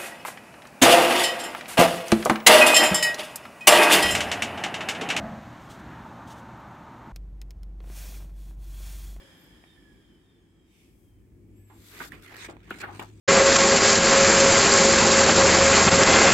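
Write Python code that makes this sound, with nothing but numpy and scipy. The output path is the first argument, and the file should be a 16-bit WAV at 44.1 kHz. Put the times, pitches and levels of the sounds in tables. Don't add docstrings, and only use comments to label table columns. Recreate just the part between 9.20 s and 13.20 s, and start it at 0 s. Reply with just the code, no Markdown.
import sys
import numpy as np
from scipy import signal
from scipy.fft import rfft, irfft, next_fast_len
from scipy.io import wavfile
from scipy.ndimage import uniform_filter1d, map_coordinates

SR = 44100
rng = np.random.default_rng(int(sys.argv[2]) if len(sys.argv) > 2 else 0)


def unload_audio(sound):
    columns = np.transpose(np.atleast_2d(sound))
    steps = np.round(np.clip(columns, -1, 1) * 32767)
    wavfile.write(sys.argv[1], SR, steps.astype(np.int16))


N = 176400


def amp(db):
    return 10 ** (np.asarray(db) / 20)


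def unit(x):
    return x / np.sqrt(np.mean(x ** 2) + 1e-20)


def along(points, hz):
    freqs, values = np.transpose(points)
    return np.interp(np.log(hz + 1), np.log(freqs + 1), values)


def clock():
    return np.arange(N) / SR


def curves(rows):
    times, *columns = np.transpose(rows)
    return [np.interp(clock(), times, column) for column in columns]


def wobble(knots_per_s):
    return map_coordinates(rng.standard_normal(N // 8), [clock() * knots_per_s], mode="wrap")


def filtered(x, response):
    size = next_fast_len(N + SR // 4)
    return irfft(rfft(x, size) * response(np.fft.rfftfreq(size, 1 / SR)), size)[..., :N]


def pan(db):
    return amp(np.array([[.5], [-.5]]) * db)


def colour(points, tilt_db=0):
    return lambda hz: along(points, hz) + tilt_db * np.log2(hz + 1)


def tone(hz):
    return np.sin(2 * np.pi * (np.cumsum(hz) / SR + rng.random()))


def burst(start_s, rise_s, decay_s):
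    age = np.maximum(clock() - start_s, 0)
    envelope = (1 - np.exp(-(age / rise_s) ** 2)) * np.exp(-age / decay_s)
    return envelope / envelope.max()


# freq_hz, correlation
MIC_LIKENESS = [(200, 0.86), (400, 0.79), (1000, 0.38), (2500, 0.043), (12000, 0.024)]


def rush(colour_db, grain_share=0, grains_per_s=4000):
    smooth = rng.standard_normal((2, N))
    grains = unit(rng.standard_normal((2, N)) * (rng.random(N) < grains_per_s / SR))
    noise = np.sqrt(1 - grain_share) * smooth + np.sqrt(grain_share) * grains
    spread = lambda hz: np.arccos(along(MIC_LIKENESS, hz)) / 2
    mid, side = filtered(noise, lambda hz: amp(colour_db(hz)) * [np.cos(spread(hz)), np.sin(spread(hz))])
    return unit(np.array([mid + side, mid - side]))


# freq_hz, level_db
RUMBLE_SPECTRUM = [(25, -45), (38, -16), (51, -1), (64, -6.5), (125, -12.5), (155, -8), (230, -11),
                   (345, -7.5), (430, -18.5), (560, -29), (1000, -55)]
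SWELL_SPECTRUM = [(25, -37), (50, 4.5), (150, -8), (400, -44.5)]
HISS_SPECTRUM = [(400, 0), (800, 4), (1600, -3.5), (2300, 1), (3800, -18), (6500, -13.5), (8400, -5.5),
                 (9500, -32), (15500, -19)]
# time_s, level_db
RUMBLE_LEVELS = [(0, -58), (1.4, -61), (1.7, -59.5), (2.3, -54), (3.4, -55), (4, -51)]
DRONE_LEVELS = [(0, -71.5), (1.9, -65.5), (2.15, -57.5), (2.4, -50), (2.52, -55), (3.05, -60.5),
                (3.35, -53.5), (3.56, -59.5), (3.7, -47.5), (3.95, -47.5), (4, -48)]


def room_tone(drone_hz=102.8, swell_s=2, swell_width_s=0.35):
    rumble = rush(colour(RUMBLE_SPECTRUM)) * amp(curves(RUMBLE_LEVELS)[0] + 2.47 * wobble(12))
    swell_gain = amp(-59.5) * np.exp(-((clock() - swell_s) / swell_width_s) ** 2)
    swell = swell_gain * rush(colour(SWELL_SPECTRUM))
    drone = tone(drone_hz + 4 * wobble(20)) * amp(curves(DRONE_LEVELS)[0] + 1.03 * wobble(35))
    return rumble + swell + drone + amp(-77) * rush(colour(HISS_SPECTRUM))


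# freq_hz, level_db
AIR_SPECTRUM = [(290, -32), (520, -4), (850, -2), (2700, -11.5), (4300, -13), (5900, -17), (11000, -18.5),
                (15500, -24.5)]
# centre_hz, width_hz, gain_db
AIR_RESONANCES = [(1760, 390, 12.5), (2320, 140, 9.5), (3256, 560, 17.5), (5100, 410, 13.5),
                  (6470, 400, 3.5), (7300, 610, 7.5), (8600, 740, 4.5), (11000, 1500, 5)]


def rotor_air(halvings, fall_db=25):
    shell_db = lambda hz: sum(db / (1 + (2 * (hz - centre) / width) ** 2)
                              for centre, width, db in AIR_RESONANCES)
    return rush(lambda hz: along(AIR_SPECTRUM, hz) + shell_db(hz)) * amp(-56.5 - fall_db * halvings)


# speed_multiple, level_db
WHINE_PARTIALS = [(1, -57), (4, -64), (7, -78), (8, -71), (9, -80), (10, -72.5), (12, -70), (19, -75),
                  (24, -73)]
# centre_hz, gain_db
WHINE_RESONANCES = [(577, -1.5), (1730, 0), (3150, 4.5), (3630, 2.5), (6450, -8.5), (7800, -12),
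                    (10900, -9), (12150, 3)]


def rotor_whine(speed_hz, halvings, fall_db=10, flicker_db=3.5, valley_db=-22):
    whine = np.zeros((2, N))
    for multiple, db in WHINE_PARTIALS:
        gain = amp(db - fall_db * halvings + flicker_db * wobble(25.7))
        roughness = 1 + .45 * wobble(160)
        sway = pan(4 * wobble(5))
        whine += gain * roughness * sway * tone(multiple * speed_hz * (1 + .003 * wobble(150)))
    peaks = lambda hz: sum(amp(db) * np.exp(-((hz - centre) / (42 + .022 * centre)) ** 2)
                           for centre, db in WHINE_RESONANCES)
    return filtered(whine, lambda hz: amp(valley_db) + peaks(hz))


def motor(full_speed_hz=555, slowing_per_s=.39):
    speed_hz = full_speed_hz * np.exp(-slowing_per_s * clock())
    halvings = np.log2(full_speed_hz / speed_hz)
    return rotor_air(halvings) + rotor_whine(speed_hz, halvings)


# freq_hz, level_db
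TICK_SPECTRUM = [(200, -15), (800, -3), (1400, -9), (2250, 4), (2750, -20), (9000, -45)]


def tick():
    return amp(-46) * burst(start_s=.439, rise_s=0.00024, decay_s=0.0022) * rush(colour(TICK_SPECTRUM))


# centre_s, width_s, level_db, tilt_db_per_octave
SWISH_EVENTS = [(1.605, 0.12, -66.5, -0.5), (1.807, 0.14, -73.5, 8), (2.397, 0.11, -71.5, -4)]
# freq_hz, level_db
SWISH_SPECTRUM = [(1800, -16), (2250, -1), (3350, -6), (4000, -12.5), (5400, -8.5), (6800, -13),
                  (8200, -9.5), (9800, -15), (12000, -14), (15000, -22)]


def swishes():
    return sum(amp(db) * np.exp(-((clock() - centre) / width) ** 2) * rush(colour(SWISH_SPECTRUM, tilt))
               for centre, width, db, tilt in SWISH_EVENTS)


# time_s, pitch_hz, level_db
SQUEAK_PATH = [(2.28, 6500, -100), (2.38, 7660, -72.5), (2.44, 7960, -72.5), (2.48, 7500, -73),
               (2.56, 7500, -73), (2.64, 7550, -76), (2.73, 7760, -77), (2.8, 7550, -130)]
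# pitch_ratio, level_db
SQUEAK_PARTIALS = [(1, 0), (1.115, -7), (1.27, -15), (1.535, -5), (1.59, -6)]


def squeak(pitch_jitter=.011):
    hz, db = curves(SQUEAK_PATH)
    partials = np.zeros(N)
    for ratio, partial_db in SQUEAK_PARTIALS:
        gain = amp(partial_db + 2.5 * wobble(77))
        partials += gain * tone(ratio * hz * (1 + pitch_jitter * wobble(1500)))
    return amp(db) * partials


# time_s, treble_db, mids_db
SLIDE_LEVELS = [(2.4, -120, -120), (2.48, -77.5, -74.5), (2.68, -55.5, -62), (2.74, -55, -51),
                (2.845, -46.5, -45.5), (2.885, -53, -73), (2.905, -63, -63), (2.94, -59.5, -50),
                (3.01, -67.5, -58.5), (3.043, -54, -54.5), (3.065, -62.5, -49), (3.155, -60.5, -48.5),
                (3.168, -50, -44.5), (3.262, -44, -41.5), (3.278, -66, -55), (3.312, -53, -59),
                (3.335, -77, -71), (3.44, -69.5, -61), (3.5, -64, -52), (3.598, -52, -49),
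                (3.617, -42.5, -37), (3.63, -74, -43), (3.7, -65, -81), (3.735, -57.5, -50.5),
                (3.825, -57.5, -60), (3.93, -67.5, -70.5)]
# freq_hz, level_db
PAPER_TREBLE = [(1500, -42), (3500, 3.5), (5600, -4), (7000, -2), (8600, -3), (9800, -8.5), (12300, -2),
                (15500, -13.5)]
PAPER_MIDS = [(150, -12), (400, 1.5), (550, -9), (800, -7), (1500, -1), (2300, 0.5), (3200, -8.5),
              (4500, -15), (7000, -29)]
# time_s, gain_db
SHEEN_GAINS = [(2.6, 1.5), (2.85, 0), (3.15, -3), (3.25, -17), (3.5, -10)]
PAPER_GRAIN_SHARE = 0.55


def slide(sheen_hz=9170, lifted_s=2.81, lifting_s=0.17, chatter_db=2.5):
    treble_db, mids_db = curves(SLIDE_LEVELS)
    treble = rush(colour(PAPER_TREBLE), PAPER_GRAIN_SHARE)
    sheen = filtered(treble, lambda hz: hz > sheen_hz)
    treble += sheen * (amp(curves(SHEEN_GAINS)[0]) - 1)
    mids = rush(colour(PAPER_MIDS), PAPER_GRAIN_SHARE)
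    hiss = amp(treble_db) * treble + amp(mids_db) * mids
    free = np.clip((clock() - lifted_s) / lifting_s + .5, 0, 1)
    return (1 - free) * hiss + free * flex(hiss * amp(chatter_db * wobble(220)))


def flex(hiss, depth_db=3):
    spectra = signal.stft(hiss, nperseg=512)[2]
    patches = uniform_filter1d(rng.standard_normal(spectra.shape[1:]), size=5, axis=0)
    patches = uniform_filter1d(patches, size=7, axis=1)
    return signal.istft(spectra * amp(depth_db * unit(patches) - 2.5), nperseg=512)[1][:, :N]


# start_s, level_db, rise_s, decay_s, resonance_hz, pan_db
FLAP_EVENTS = [(2.497, -55, 0.0024, 0.041, 920, -4.5), (2.797, -36, 0.0087, 0.027, 1630, 1.5),
               (2.923, -55.5, 0.0015, 0.029, 2420, -20.5), (3.282, -41.5, 0.0063, 0.028, 570, 0),
               (3.367, -46.5, .001, 0.0024, 784, -8), (3.507, -33.5, 0.0022, 0.0089, 2830, 0.5),
               (3.623, -34, 0.024, 0.011, 1570, 1.5), (3.661, -41.5, 0.014, 0.043, 930, 3),
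               (3.794, -33, 0.00081, 0.009, 3020, 2), (3.809, -37.5, 0.0078, 0.012, 900, 4.5)]
# freq_hz, level_db
SHEET_SPECTRUM = [(60, -16), (130, -2), (370, 5.5), (530, -3.5), (760, -0.5), (1450, -1), (1950, -6),
                  (2350, -8), (4300, -21), (5300, -37), (12000, -36.5)]


def flaps(ring_db=9, ring_octaves=0.42):
    out = np.zeros((2, N))
    for start, db, rise, decay, ring_hz, pan_db in FLAP_EVENTS:
        ring = lambda hz: ring_db * np.exp(-(np.log2((hz + 1) / ring_hz) / ring_octaves) ** 2)
        body = rush(lambda hz: along(SHEET_SPECTRUM, hz) + ring(hz), grain_share=.35)
        out += amp(db) * pan(pan_db) * burst(start, rise, decay) * body
    return out


# start_s, level_db, pitch_hz, decay_s, pan_db
SNAP_EVENTS = [(2.8025, -37.5, 1500, 0.0021, -18), (2.8137, -39, 1465, 0.0024, -15),
               (2.92, -32, 1830, 0.001, -5), (3.507, -23.5, 1480, 0.0016, 4),
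               (3.7961, -36, 2320, 0.0028, 4)]


def snaps(rise_s=.0016):
    out = np.zeros((2, N))
    crack = amp(-16) * rush(colour(SHEET_SPECTRUM, tilt_db=3))
    for start, db, hz, decay, pan_db in SNAP_EVENTS:
        ring = np.sin(2 * np.pi * hz * (clock() - start))
        out += amp(db) * pan(pan_db) * burst(start, rise_s, decay) * (ring + crack)
    return out


# start_s, level_db
CRINKLE_EVENTS = [(2.9194, -51.5), (3.022, -54), (3.165, -44.5), (3.257, -51), (3.5035, -47.5),
                  (3.613, -47), (3.796, -43), (3.825, -48.5)]


def crinkles():
    envelope = sum(amp(db) * burst(start, rise_s=.0012, decay_s=.0025) for start, db in CRINKLE_EVENTS)
    return envelope * rush(colour(PAPER_TREBLE), PAPER_GRAIN_SHARE)


def room(hits, t60_s=0.24, gap_s=.003, low_cut_hz=500):
    t = np.arange(SR // 2) / SR
    tail = rng.standard_normal((2, len(t))) * amp(-60 * t / t60_s) * (t > gap_s)
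    wet = signal.fftconvolve(hits, tail / np.linalg.norm(tail[0]), axes=1)[:, :N]
    return filtered(wet, lambda hz: hz / np.hypot(hz, low_cut_hz))


def scene():
    hits = tick() + flaps() + snaps() + crinkles()
    return room_tone() + motor() + swishes() + squeak() + slide() + hits + amp(-9.5) * room(hits)


# freq_hz, left_minus_right_db
MIC_BALANCE = [(60, 1), (350, 1), (700, 4.5), (1290, -0.5), (2380, -6.5), (4400, 2), (8100, 6.5),
               (15000, 10.5)]


def record(dry, top_hz=15850):
    return filtered(dry, lambda hz: pan(along(MIC_BALANCE, hz)) * (hz < top_hz))


dry = scene()
out = record(dry)
unload_audio(out)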